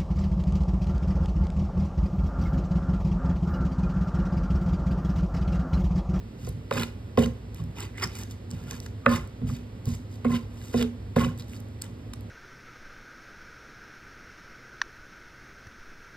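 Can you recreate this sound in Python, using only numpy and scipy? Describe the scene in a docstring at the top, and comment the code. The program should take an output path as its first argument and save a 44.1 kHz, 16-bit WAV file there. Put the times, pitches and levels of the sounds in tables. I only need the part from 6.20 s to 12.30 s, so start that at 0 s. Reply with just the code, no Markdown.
"""A stone pestle pounds and grinds chillies and tomatoes in a stone mortar on a kitchen counter, close to a phone.
From the start an appliance hums in the small room, as wavering tones over shaped noise. Strokes then press the
pulp, whose clicks and bubbles fizz and squelch. Blows excite modes of counter, mortar and stone, and the bowl sings
on under the leaning pestle as wet pops snap. Soon squeezed pockets squeak by stick and slip, and the mortar drops
back in low thuds; later seeds crack as sharp pinging bursts. 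A diffuse echo follows the sounds in the mortar."""
import sys
import numpy as np
from scipy import signal
from scipy.fft import rfft, irfft, next_fast_len
from scipy.io import wavfile

SR = 44100
rng = np.random.default_rng(int(sys.argv[2]) if len(sys.argv) > 2 else 0)


def master_out(mix):
    """Clip the mix to full scale and print it as 16-bit PCM to the path in sys.argv[1]."""
    frames = np.transpose(np.atleast_2d(mix))
    ceiling = np.clip(frames, -1, 1)
    pcm = np.round(ceiling * 32767).astype(np.int16)
    wavfile.write(sys.argv[1], SR, pcm)


N = 268990
TIME = np.arange(N) / SR


def undb(db):
    """Logarithmic level: turn decibels into an amplitude gain."""
    return 10 ** (np.asarray(db) / 20)


def unit(x):
    """Normalisation: scale to an rms of 1."""
    return x / np.sqrt(np.mean(x ** 2))


def on_log_axis(points, hz):
    """Interpolation in log frequency: read (Hz, value) points as the ear spaces pitch."""
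    f, value = np.transpose(points)
    return np.interp(np.log(np.maximum(hz, 1)), np.log(f), value)


def colour(x, points):
    """Minimum-phase filtering: a causal filter with the given (Hz, dB) response."""
    size = 2 * next_fast_len(x.shape[-1] // 2 + 2048)
    hz = np.fft.rfftfreq(size, 1 / SR)
    cepstrum = irfft(np.log(undb(on_log_axis(points, hz))))
    # folding the cepstrum onto positive time makes the filter causal
    cepstrum[1:size // 2] *= 2
    cepstrum[size // 2 + 1:] = 0
    response = np.exp(rfft(cepstrum))
    return irfft(rfft(x, size) * response)[..., :x.shape[-1]]


def band(x, hz, q):
    """Single resonance: a peak of sharpness q with gain 1 at its centre."""
    return signal.lfilter(*signal.iirpeak(hz, q, fs=SR), x)


def add(track, s, sound):
    """Superposition: mix a sound into a track at time s."""
    start = max(int(s * SR), 0)
    part = sound[:max(N - start, 0)]
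    track[start:start + len(part)] += part


def wander(rate):
    """Random modulation: straight lines between random values, rate of them a second."""
    return np.interp(TIME * rate, np.arange(4096), rng.standard_normal(4096))


def ring(modes, swell_cycles, detune=0):
    """Modal response to a push: each mode takes some cycles to build up, so the lows come late."""
    t = TIME[:SR // 2]
    hz, db, t60 = np.transpose(modes)[:, :, None]
    hz = hz * (1 + detune * rng.standard_normal(hz.shape))
    swell = 1 - np.exp(-(hz * t / swell_cycles) ** 2)
    decay = undb(db - 60 * t / t60)
    return np.sum(decay * swell * np.sin(2 * np.pi * hz * t), axis=0)


def crackle(per_s, spread_db):
    """Random impulse process: dense clicks of either sign, mostly small with a few big ones."""
    present = rng.random(N) < per_s / SR
    size = undb(spread_db * np.minimum(rng.exponential(size=N), 4))
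    return unit(present * size * rng.choice([-1, 1], N))


def bubbles(low_hz, high_hz, cycles, glide, spread_db, count):
    """Bubble resonance: tiny air pockets ring for a few cycles, rising in pitch as they burst."""
    out, t = np.zeros(N), TIME[:int(3 * cycles / low_hz * SR)]
    when, pitch, chance = rng.random((count, 3)).T[:, :, None]
    hz = low_hz * (high_hz / low_hz) ** pitch
    age = hz * t / cycles
    size = undb(-spread_db * np.log(np.maximum(chance, .02)))
    sound = size * np.exp(-age) * np.sin(2 * np.pi * hz * t * (1 + glide * np.minimum(age, 2)))
    for s, one in zip(when[:, 0] * N / SR, sound):
        add(out, s, one)
    return unit(out)


# Spectrum of the background noise. Each row: frequency in Hz, density in dB per Hz.
KITCHEN_NOISE = [(20, -100), (30, -112), (42, -70), (55, -60), (75, -62), (112, -60), (145, -71),
                 (245, -68), (320, -76), (490, -78), (660, -86.5), (1500, -95), (4800, -101.5),
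                 (8000, -109), (13000, -113), (16000, -126)]
# Tones of the appliance. Each row: frequency in Hz, mean level in dB rms.
HUM_TONES = [(102.3, -43.5), (238, -54), (1960, -75.5)]


def kitchen():
    """Broadband and tonal noise: fan rumble and hiss, with the slightly wavering hum of a motor."""
    white = rng.standard_normal((2, N)) * np.sqrt(SR / 2)
    mid, side = colour(white, KITCHEN_NOISE)
    # the left-right difference is weak in the bass and in the high treble
    side = colour(side, [(100, -59), (400, -10.0), (1500, 0), (4000, -2.5), (7000, -26.0)])
    hum = np.zeros(N)
    for hz, db in HUM_TONES:
        level = undb(db + 1.3 * wander(rate=8.7)) * np.sqrt(2)
        hum += level * np.sin(2 * np.pi * hz * TIME + 0.092 * wander(rate=13))
    return mid + hum + side * np.array([[1], [-1]])


RELEASE_S = 0.0052  # decay constant of the pulp when the pressure lifts
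SEEP_DB, SEEP_S = -5.5, 0.041  # the juice seeping back: level against full pressure, decay constant


def pressure(start, press_s, hold_s):
    """Loading and relaxation: the pestle presses in, holds and lifts; the juice seeps back."""
    age = TIME - start
    lifted = np.maximum(age - press_s - hold_s, 0)
    seep = undb(SEEP_DB)
    relaxation = (1 - seep) * np.exp(-lifted / RELEASE_S) + seep * np.exp(-lifted / SEEP_S)
    return np.clip(age / press_s, 0, 1) * relaxation


# Resonances of the space between pestle and bowl. Each row: frequency in Hz, lift in dB against the direct sound.
HOLLOW_MODES = [(1400, 1), (1680, 3), (2020, 4), (2490, 2), (2930, 7), (3710, 7), (4680, 5), (5180, 4)]
HOLLOW_Q = 28


def hollow(x):
    """Cavity resonance: the narrow hollow around the pestle lifts a few bands of what sounds in it."""
    return x + sum(undb(db) * band(x, hz, HOLLOW_Q) for hz, db in HOLLOW_MODES)


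GRAINS_PER_S, GRAIN_SPREAD_DB = 150, 4  # spread either way
GRAIN_CYCLES = 9  # decay constant


def grit():
    """Granular fracture: bits of skin and seed give way, each ringing near one hollow resonance."""
    out, t = np.zeros(N), TIME[:SR // 40]
    pitches = np.transpose(HOLLOW_MODES)[0]
    draws = rng.random((int(GRAINS_PER_S * N / SR), 4))
    for k, (moment, which, size, detune) in enumerate(draws):
        hz = pitches[int(which * len(pitches))] * (.96 + .08 * detune)
        age = hz * t / GRAIN_CYCLES
        grain = (1 - np.exp(-4 * age)) * np.exp(-age) * np.sin(2 * np.pi * hz * t)
        size_db = GRAIN_SPREAD_DB * (2 * size - 1)
        add(out, (k + moment) / GRAINS_PER_S, undb(size_db) * grain)
    return unit(out)


# Strokes through the pulp. Each row: start in seconds, press-in in seconds, hold in seconds,
# relative juice fizz in dB, relative pulp squelch in dB.
STROKES = [(0.168, 0.11, 0.011, -46.5, -51.5), (0.504, 0.035, 0.093, -38, -32),
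           (0.975, 0.0024, 0.072, -41, -36.5), (1.319, 0.065, 0.023, -54.5, -49),
           (1.55, 0.043, 0.05, -43.5, -37.5), (1.777, 0.0035, 0.033, -48, -40),
           (1.82, 0.0036, 0.023, -42, -34.5), (1.904, 0.083, 0.04, -43, -43.5),
           (2.091, 0.016, 0.009, -47.5, -58), (2.288, 0.02, 0.23, -56, -51.5),
           (2.466, 0.038, 0.062, -47.5, -45.5), (2.613, 0.034, 0.0071, -49.5, -66),
           (2.873, 0.043, 0.048, -38, -30.5), (3.257, 0.017, 0.095, -48, -47.5),
           (3.642, 0.041, 0.065, -44, -51), (3.891, 0.038, 0.031, -55.5, -81),
           (4.05, 0.094, 0.022, -43, -37.5), (4.296, 0.14, 0.16, -50, -57.5),
           (4.522, 0.082, 0.019, -43.5, -37), (4.958, 0.0028, 0.088, -39.5, -30.5),
           (5.177, 0.0057, 0.03, -50.5, -58), (5.255, 0.089, 0.026, -50, -54),
           (5.608, 0.021, 0.038, -53, -48.5)]
# Spectral shape of the fizzing juice. Each row: frequency in Hz, relative gain in dB.
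FIZZ_SHAPE = [(1500, -9), (3000, 2), (4000, -1.5), (4500, 2.5), (5250, -1), (6200, 8), (8000, 2.5),
              (12000, 0), (16000, -5.5)]
# Spectral shape of the squelching flesh. Each row: frequency in Hz, relative gain in dB.
SQUELCH_SHAPE = [(150, 2.5), (330, 15), (600, -7), (800, 12), (1100, 6.5), (1700, -4), (2300, 3), (2900, 1),
                 (4000, -5), (8000, -70)]
GRAIN_DB = -5.5  # grit against the rest of the crushing


def pulp():
    """Random fracture and bubble noise: flesh tears, juice spurts, and the grinding drives the mortar."""
    gains = np.zeros((2, N))
    for start, press_s, hold_s, *levels in STROKES:
        gains += np.outer(undb(levels), pressure(start, press_s, hold_s))
    spurts = unit(undb(2.4 * wander(rate=260)))
    fizz_gain, squelch_gain = gains * spurts

    fine_bubbles = bubbles(low_hz=3020, high_hz=13920, cycles=29, glide=0.00986, spread_db=6.5, count=5000)
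    fine = crackle(per_s=7000, spread_db=4.5) + undb(-11.5) * fine_bubbles
    fizz = undb(-4.5) * unit(hollow(colour(fine, FIZZ_SHAPE))) * fizz_gain

    tearing = crackle(per_s=1800, spread_db=3.5)
    pockets = bubbles(low_hz=1300, high_hz=5200, cycles=20, glide=0.03, spread_db=3, count=1100)
    short_bubbles = bubbles(low_hz=956, high_hz=4420, cycles=3.5, glide=0.05, spread_db=-0.5, count=2000)
    coarse = tearing + undb(-11.0) * pockets + undb(-9.5) * short_bubbles
    crush = unit(hollow(colour(coarse, SQUELCH_SHAPE))) + undb(GRAIN_DB) * grit()
    squelch = undb(-5) * unit(crush) * squelch_gain

    response = ring(MORTAR_MODES, swell_cycles=0.71)
    response = response / np.sqrt(np.sum(response ** 2))
    grinding = signal.fftconvolve(squelch, response)[:N]
    return fizz + squelch + undb(-11.5) * grinding


# Pestle blows. Each row: start in seconds, counter thump in dB, bowl rocking in dB, rim ring in dB,
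# mortar knock in dB, knock pitch ratio of the low modes, stone clack in dB, delay of the first-slip unit
# in seconds, slip strength in dB; the levels scale relative modes.
BLOWS = [(0.228, -27.5, -38, -53, -46, 1, -63, 0.064, -12), (0.27, -26, -46, -39, -30, 1, -64, 0.059, -8.5),
         (0.51, -29.5, -26, -20, -17.5, 1.11, -13.5, 0.05, 1.5),
         (0.974, -16.5, -4, -18, -8.5, 1.02, -23, 0.046, -11.5),
         (1.395, -27, -40, -46, -48, 1, -70, 0.043, -9),
         (1.832, -29.5, -49, -45, -47, 0.64, -44, 0.089, -22),
         (2.324, -26.5, -30.5, -65, -41.5, 1.07, -70, 0.08, -8.5),
         (2.518, -33, -33, -40, -40, 1, -60, 0.066, -21),
         (2.8613, -20.5, -9, -17, -14, 1.13, 2, 0.05, -5.5),
         (3.216, -22, -16.5, -52, -35, 0.95, -63, 0.052, -6.5),
         (3.668, -24, -19.5, -51, -35.5, 0.96, -72, 0.046, -16.5),
         (4.0465, -26.5, -6.5, -20.5, -19, 1.01, -24, 0.053, 1.5),
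         (4.5397, -24, -9, -30.5, -15, 0.97, -38, 0.043, -6),
         (4.9617, -17.5, -7.5, -19.5, -12, 1.06, -19.5, 0.057, -5.5)]
# After-slips of a blow. Each row: delay in first-slip units, change of thump in dB, of knock in dB, of clack in dB.
SLIPS = [(0.999, 1.5, -11.5, -21), (1.699, 1.5, -13.5, -52)]
# Modes of the counter under the mortar. Each row: mean frequency in Hz, relative level in dB, t60 in seconds.
COUNTER_MODES = [(63.2, -5.5, 0.44), (100.2, -4, 0.258), (126.8, 12, 0.1), (153.2, -1, 0.2),
                 (172.3, 2.5, 0.13)]
# Modes of the mortar, damped by the pulp. Each row: nominal frequency in Hz, relative level in dB, t60 in seconds.
MORTAR_MODES = [(415, -3.5, 0.085), (463.5, 14.5, 0.031), (491.7, -9, 0.13), (559, -7.5, 0.059),
                (736, 1, 0.024), (1152, 1, 0.0053), (1062, -27, .11), (1415, -24, .09), (2015, -33, .15),
                (2560, -33, .2), ]
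# Modes of stone on stone. Each row: mean frequency in Hz, relative level in dB, t60 in seconds.
STONE_MODES = [(852, -25, 0.05), (1226, 5, 0.015), (1456, 2, 0.014), (1650, -9, 0.0093), (1730, -27, 0.14),
               (2040, -11, 0.012), (2150, 0, 0.0046), (2557, -13.5, 0.022), (3280, -27, .02),
               (3850, -26, 0.01), ]
CUSHION_S = .0025  # the pulp cushions a blow, so the mortar answers this much later


def pestle():
    """Impact excitation of modes: each blow lands on another spot and rings anew; two slips follow it."""
    out = np.zeros(N)
    for s, thump_db, _, _, knock_db, pitch, clack_db, slip_s, slip_db in BLOWS:
        levels = [thump_db, knock_db, clack_db]
        counter = ring(COUNTER_MODES, swell_cycles=1.7, detune=0.041)
        # the pulp under the pestle retunes only the low, damped modes
        retuned = [(hz * pitch if hz < 848 else hz, db, t60) for hz, db, t60 in MORTAR_MODES]
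        mortar = ring(retuned, swell_cycles=2.98, detune=0.01)
        t = TIME[:len(mortar)]
        mortar = np.interp(t - CUSHION_S, t, mortar)
        stone = ring(STONE_MODES, swell_cycles=3.04, detune=0.012)
        bodies = np.array([counter, mortar, stone])
        add(out, s, undb(levels) @ bodies)
        for delay, *change in SLIPS:
            slip_levels = np.add(levels, change) + slip_db
            add(out, s + delay * slip_s, undb(slip_levels) @ bodies)
    return out


# The bowl's notes, rocking on its foot and ringing at its rim. Each row: mean frequency in Hz, rise in seconds,
# t60 after a blow in seconds, share of a lean's ring-out time, relative pitch waver, chatter of the pestle in dB.
BOWL_NOTES = [(238.4, 0.016, 0.15, 0.94, 0.03, 1.1), (1060, 0.002, 0.05, 0.28, 0.03, 3), ]
# Leans of the pestle that keep the bowl sounding. Each row: peak in seconds, swell in seconds,
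# ring-out t60 in seconds before the note's share, rocking in dB, rim in dB.
LEANS = [(0.592, 0.022, 0.32, -27.5, -37.5), (1.072, 0.022, 0.16, -25, -46),
         (2.933, 0.035, 0.095, -22.5, -29.5), (3.328, 0.019, 0.19, -32.5, -66),
         (3.724, 0.056, 0.071, -39.5, -54), (4.107, 0.016, 0.14, -28, -34),
         (4.137, 0.012, 0.3, -25.5, -31.5), (4.163, 0.0075, 0.17, -42, -46), (4.634, 0.043, 0.25, -24, -65),
         (5.015, 0.011, 0.25, -36, -27), (5.048, 0.013, 0.17, -29, -34), (5.085, 0.016, 0.22, -36.5, -55)]
EASE_S = 0.01  # the hand eases off over this time


def bowl():
    """Sustained resonance: blows start two notes, the leaning pestle feeds them in step, they ring out."""
    out, t = np.zeros(N), TIME[:SR // 2]
    lead_s = .15  # room for the swell before a lean's peak
    age = t - lead_s
    for k, (hz, rise_s, t60, ring_share, waver, chatter_db) in enumerate(BOWL_NOTES):
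        level = np.zeros(N)
        for s, _, *note_db in BLOWS:
            rise = 1 - np.exp(-(t / rise_s) ** 2)
            add(level, s, undb(note_db[k] - 60 * t / t60) * rise)
        for s, swell_s, ring_s, *note_db in LEANS:
            eased_age = np.hypot(age, EASE_S) - EASE_S
            fading = undb(-60 * eased_age / (ring_s * ring_share))
            swell = np.exp(-(age / swell_s) ** 2)
            add(level, s - lead_s, undb(note_db[k]) * np.where(age < 0, swell, fading))
        pitch = hz * (1 + waver * wander(rate=90))
        chatter = undb(chatter_db * wander(rate=130))
        out += level * chatter * np.sin(2 * np.pi * np.cumsum(pitch) / SR)
    return out


# small pops within a stroke: snap against its fizz, body against its squelch, spread either way
STRAY_SNAP_DB, STRAY_BODY_DB, STRAY_SPREAD_DB = -4, -10, 3


def stray_pops(count):
    """Random film rupture: small pops at random moments of each stroke, stronger in louder strokes."""
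    rows = []
    for start, press_s, hold_s, fizz_db, squelch_db in STROKES:
        for moment, pitch, size in rng.random((count, 3)):
            size_db = STRAY_SPREAD_DB * (2 * size - 1)
            s = start + press_s / 2 + moment * (press_s / 2 + hold_s + RELEASE_S)
            snap_db = fizz_db + STRAY_SNAP_DB + size_db
            body_db = squelch_db + STRAY_BODY_DB + size_db
            rows.append((s, snap_db, body_db, 3000 * 4 ** pitch))
    return rows


SPLAT_SNAP_DB, SPLAT_BODY_DB = -27.5, -13  # relative to the knock of the blow
SPLAT_HZ = 2555  # air trapped under the pestle


def splats():
    """Impact on a wet surface: each blow slaps the pulp as it lands."""
    return [(s, knock_db + SPLAT_SNAP_DB, knock_db + SPLAT_BODY_DB, SPLAT_HZ)
            for s, _, _, _, knock_db, *_ in BLOWS]


# Loud wet pops of skins and suction. Each row: start in seconds, relative snap in dB, relative body in dB, ping in Hz.
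POPS = [(0.289, -38.5, -64, 10800), (0.5104, -37.5, -29, 3600), (0.525, -50, -21, 7700),
        (0.544, -52, -33, 1400), (0.597, -32, -33, 3980), (0.6103, -37, -47, 4500), (0.614, -35, -38, 2500),
        (0.633, -29.5, -19.5, 4000), (0.992, -36, -28, 3700), (1.0255, -38, -41, 1770),
        (1.059, -39, -25.5, 6300), (1.359, -65, -44, 7500), (1.6302, -50, -39, 7500),
        (1.652, -47, -32, 2000), (1.7975, -44, -42, 2150), (1.8213, -35, -31, 3330),
        (1.988, -42.5, -53, 7650), (2.034, -38, -50, 6700), (2.5097, -31.5, -29.5, 6050),
        (2.662, -42, -30, 6000), (4.4145, -52, -38, 4000), (4.439, -51, -45, 3560), (4.535, -49, -42, 5000),
        (4.577, -39, -30, 5040), (4.6118, -32.5, -22.5, 2820), (4.6258, -28, -24.5, 3100),
        (4.9945, -43, -22, 8000), (5.0466, -41, -21.5, 1480), (5.222, -46, -48, 4170),
        (5.334, -45, -44, 2980), (5.6193, -50, -49, 4600), (5.1965, -41, -40, 4400),
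        (5.9343, -41, -33, 5200), (5.935, -40, -40, 1200), ]
# Spectral shape of a snap. Each row: frequency in Hz, relative gain in dB.
SNAP_SHAPE = [(300, -26), (1500, -12), (4000, -9.5), (9000, -12.5), (16000, -13)]


def pops():
    """Film rupture: a snap of juice is a short burst, its air pocket's ping and a body in the hollow."""
    out, t = np.zeros(N), TIME[:SR // 30]
    burst = np.exp(-t / 0.0014) * (1 - np.exp(-t / 0.0005))
    for s, snap_db, body_db, hz in POPS + splats() + stray_pops(count=2):
        fine, coarse = rng.standard_normal((2, len(t))) * burst
        ping = band(fine, hz, q=9)
        snap = unit(colour(fine, SNAP_SHAPE)) + undb(4.0) * unit(ping)
        broad = band(band(coarse, 1200, q=0.7), 2000, q=0.7)
        body = unit(hollow(broad))
        add(out, s, undb(snap_db - 17.5) * snap + undb(body_db - 21.5) * body)
    return out


# Rubbing that excites one pocket of pulp or one note of the bowl. 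Each row: peak in seconds,
# half length to 1/e in seconds, level in dB, frequency in Hz, sharpness Q.
SQUEEZES = [(0.576, 0.0079, -36, 2470, 24), (0.577, 0.0068, -31.5, 1480, 4), (1.022, 0.033, -30, 446.5, 33),
            (1.039, 0.0079, -35, 2930, 11), (1.767, 0.019, -50, 2000, 9), (1.781, 0.003, -37.5, 2010, 20),
            (1.832, 0.011, -34.5, 5040, 28), (1.834, 0.011, -31, 1870, 12), (1.833, 0.011, -35, 1130, 7),
            (1.839, .007, -39, 3100, 16), (1.8405, 0.004, -27.5, 5200, 22),
            (4.052, 0.0062, -40.5, 2020, 8.7), (4.067, 0.0065, -45.5, 2200, 24),
            (4.119, 0.0075, -43, 2000, 26), (4.15, .012, -44.5, 1520, 6.5), (4.595, 0.021, -45, 1780, 4.8),
            (4.597, 0.047, -45, 3680, 27), (2.862, 0.0025, -25.5, 604, 4.5), (2.917, 0.054, -40, 1250, 20),
            (2.942, 0.037, -48, 4600, 4.5), (3.3, 0.0054, -43, 1160, 8.5), (4.157, 0.015, -39, 3020, 6),
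            (4.583, 0.017, -45.5, 4800, 34), (4.593, 0.013, -28.5, 485, 25), (4.626, 0.014, -28.5, 436, 24),
            (4.62, 0.0062, -41, 3470, 11), (5.207, 0.0051, -46.5, 3900, 3.9)]


def squeezes():
    """Stick-slip friction: random slips drive one resonance, which swells and dies briefly."""
    out = np.zeros(N)
    t = TIME[:SR // 5] - .1
    slips = crackle(per_s=4500, spread_db=1.0)
    for s, half_s, db, hz, q in SQUEEZES:
        swell = np.exp(-(t / half_s) ** 2)
        first = int(s * SR)
        rub = band(slips[first:first + len(t)] * swell, hz, q)
        add(out, s + t[0], undb(db) * unit(rub) * np.sqrt(np.mean(swell ** 2)))
    return out


# The heavy mortar tips and drops back on the counter. Each row: peak in seconds, level in dB, frequency in Hz.
THUDS = [(0.606, -24, 137), (3.249, -23, 105), (3.298, -26, 99), (3.335, -25.5, 136), (3.678, -17.5, 106),
         (3.729, -20, 99), (4.114, -36, 110), (4.171, -24, 106), (4.975, -14.5, 153)]
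THUD_HALF_S = 0.0074  # from the peak to 1/e


def thuds():
    """Heavily damped oscillation: each drop pushes the counter through a few slow swings."""
    out = np.zeros(N)
    t = TIME[:SR // 10] - .05
    for s, db, hz in THUDS:
        push = np.exp(-(t / THUD_HALF_S) ** 2)
        add(out, s + t[0], undb(db) * push * np.sin(2 * np.pi * hz * t))
    return out


# Seeds cracking between the stones. Each row: start in seconds, relative level in dB, ping in Hz.
TICKS = [(1.3458, -39, 11600), (1.439, -47, 11900), (1.602, -39, 12000), (1.605, -29, 8100),
         (1.635, -40, 7400), (1.7753, -42, 7800), (1.788, -44, 7800), (1.8742, -35, 5200),
         (1.9535, -34, 9300), (1.9707, -43, 7500), (2.0155, -44, 7950), (2.1102, -38, 8700),
         (2.306, -41, 8150), (2.3128, -33, 7540), (2.6022, -32.5, 5600), (2.6626, -51, 6670),
         (3.075, -46, 7900), (3.656, -33, 14200), (5.1769, -43, 8100), (5.2834, -50, 12000),
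         (5.297, -48, 8100), (5.4012, -46, 11500), (5.4043, -44, 11300), (5.4863, -54, 11500),
         (6.0087, -47, 12500), (5.6161, -37, 7700), (5.6196, -26, 7200), (5.621, -26.5, 8400),
         (5.9377, -37, 10500), ]
# Spectral shape of a dry crack. Each row: frequency in Hz, relative gain in dB.
SEED_SHAPE = [(500, -13), (2000, -10.5), (5000, 5.5), (9000, 3), (16000, -4)]
TICK_S = .00065  # decay constant of a crack
TICK_WALL_S, TICK_WALL_DB = 0.022, -16.5  # the nearest wall throws it back once


def ticks():
    """Brittle fracture: a seed breaks in one instant and its shell pings for a few cycles."""
    out, t = np.zeros(N), TIME[:SR // 30]
    for s, db, hz in TICKS:
        crack = colour(rng.standard_normal(len(t)) * np.exp(-t / TICK_S), SEED_SHAPE)
        ping = np.sin(2 * np.pi * hz * t) * np.exp(-hz * t / 5.5)
        tick = undb(db - 16.5) * unit(unit(crack) + undb(-2.0) * unit(ping))
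        add(out, s, tick)
        add(out, s + TICK_WALL_S, undb(TICK_WALL_DB) * tick)
    return out


def spread(x, share):
    """Level panning: each spurt comes from another spot in the bowl, nearer to one port or the other."""
    return x * (1 + share * wander(rate=130) * np.array([[1], [-1]]))


def room(x, wet_db, t60_s, treble_t60_s, gap_s):
    """Diffuse reverberation: hard walls return a two-sided tail that dies sooner in the treble."""
    t = TIME[:SR // 2]
    noise = rng.standard_normal((2, len(t)))
    low = signal.sosfilt(signal.butter(2, 2500, fs=SR, output="sos"), noise)
    low_tail = low * undb(-60 * t / t60_s)
    treble_tail = (noise - low) * undb(-60 * t / treble_t60_s)
    tail = (low_tail + treble_tail) * (t > gap_s)
    tail = signal.sosfilt(signal.butter(4, 12500, fs=SR, output="sos"), tail)
    tail *= undb(wet_db) / np.sqrt(np.sum(tail ** 2) / 2)
    # long waves reach both ports alike
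    shared = signal.sosfilt(signal.butter(1, 600, fs=SR, output="sos"), tail[0] - tail[1])
    tail[1] += shared
    return signal.fftconvolve(x[None], tail, axes=1)[:, :N]


def scene():
    """Direct and reverberant sound: the bowl beams seed ticks up at the phone, so fewer reach the walls."""
    background = kitchen()
    squish = pulp() + squeezes() + pops()
    knocks = pestle() + bowl()
    seeds = ticks()
    to_walls = undb(2) * knocks + squish + undb(-3.5) * seeds
    echo = room(to_walls, wet_db=-15.5, t60_s=0.38, treble_t60_s=0.29, gap_s=0.0025)
    return knocks + thuds() + spread(squish + seeds, share=0.056) + echo + background


# Phase between the two microphone ports. Each row: frequency in Hz, lead of the left in radians.
PORT_PHASE = [(0, 0), (100, -.15), (240, -.4), (480, -1), (750, -1.2), (1100, -.6), (1500, 0), (2800, 2.1),
              (3400, 1.3), (4500, .6), (5200, 1.1), (5750, 2.9), (6300, 3.4), (7600, 5.9), (8700, 6.9),
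              (10000, 9.2), (10800, 9.8), (11900, 12.3), (13100, 12.9), (14100, 15.3), (16000, 16.6)]
# Level between the two ports. Each row: frequency in Hz, left minus right in dB.
PORT_BALANCE = [(60, -.5), (240, -2.5), (600, -4), (950, 0), (1400, -2), (2600, -3.5), (3700, 0),
                (4500, -3), (5500, 0), (15000, 0)]
TOP_HZ = 15900


def record(dry):
    """Two-port reception: phase and level differ between ports with frequency; the top is cut off."""
    size = 2 * next_fast_len(N // 2 + 2048)
    hz = np.fft.rfftfreq(size, 1 / SR)
    lead = np.interp(hz, *np.transpose(PORT_PHASE))
    balance = undb(on_log_axis(PORT_BALANCE, hz) * np.array([[1], [-1]]) / 2)
    lag = np.exp(-1j * lead * np.array([[0], [1]]))  # on the right only
    heard = irfft(rfft(dry, size) * balance * lag)[:, :N]
    return signal.sosfilt(signal.ellip(8, .2, 80, TOP_HZ, fs=SR, output="sos"), heard)


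dry = scene()
out = record(dry)
master_out(out)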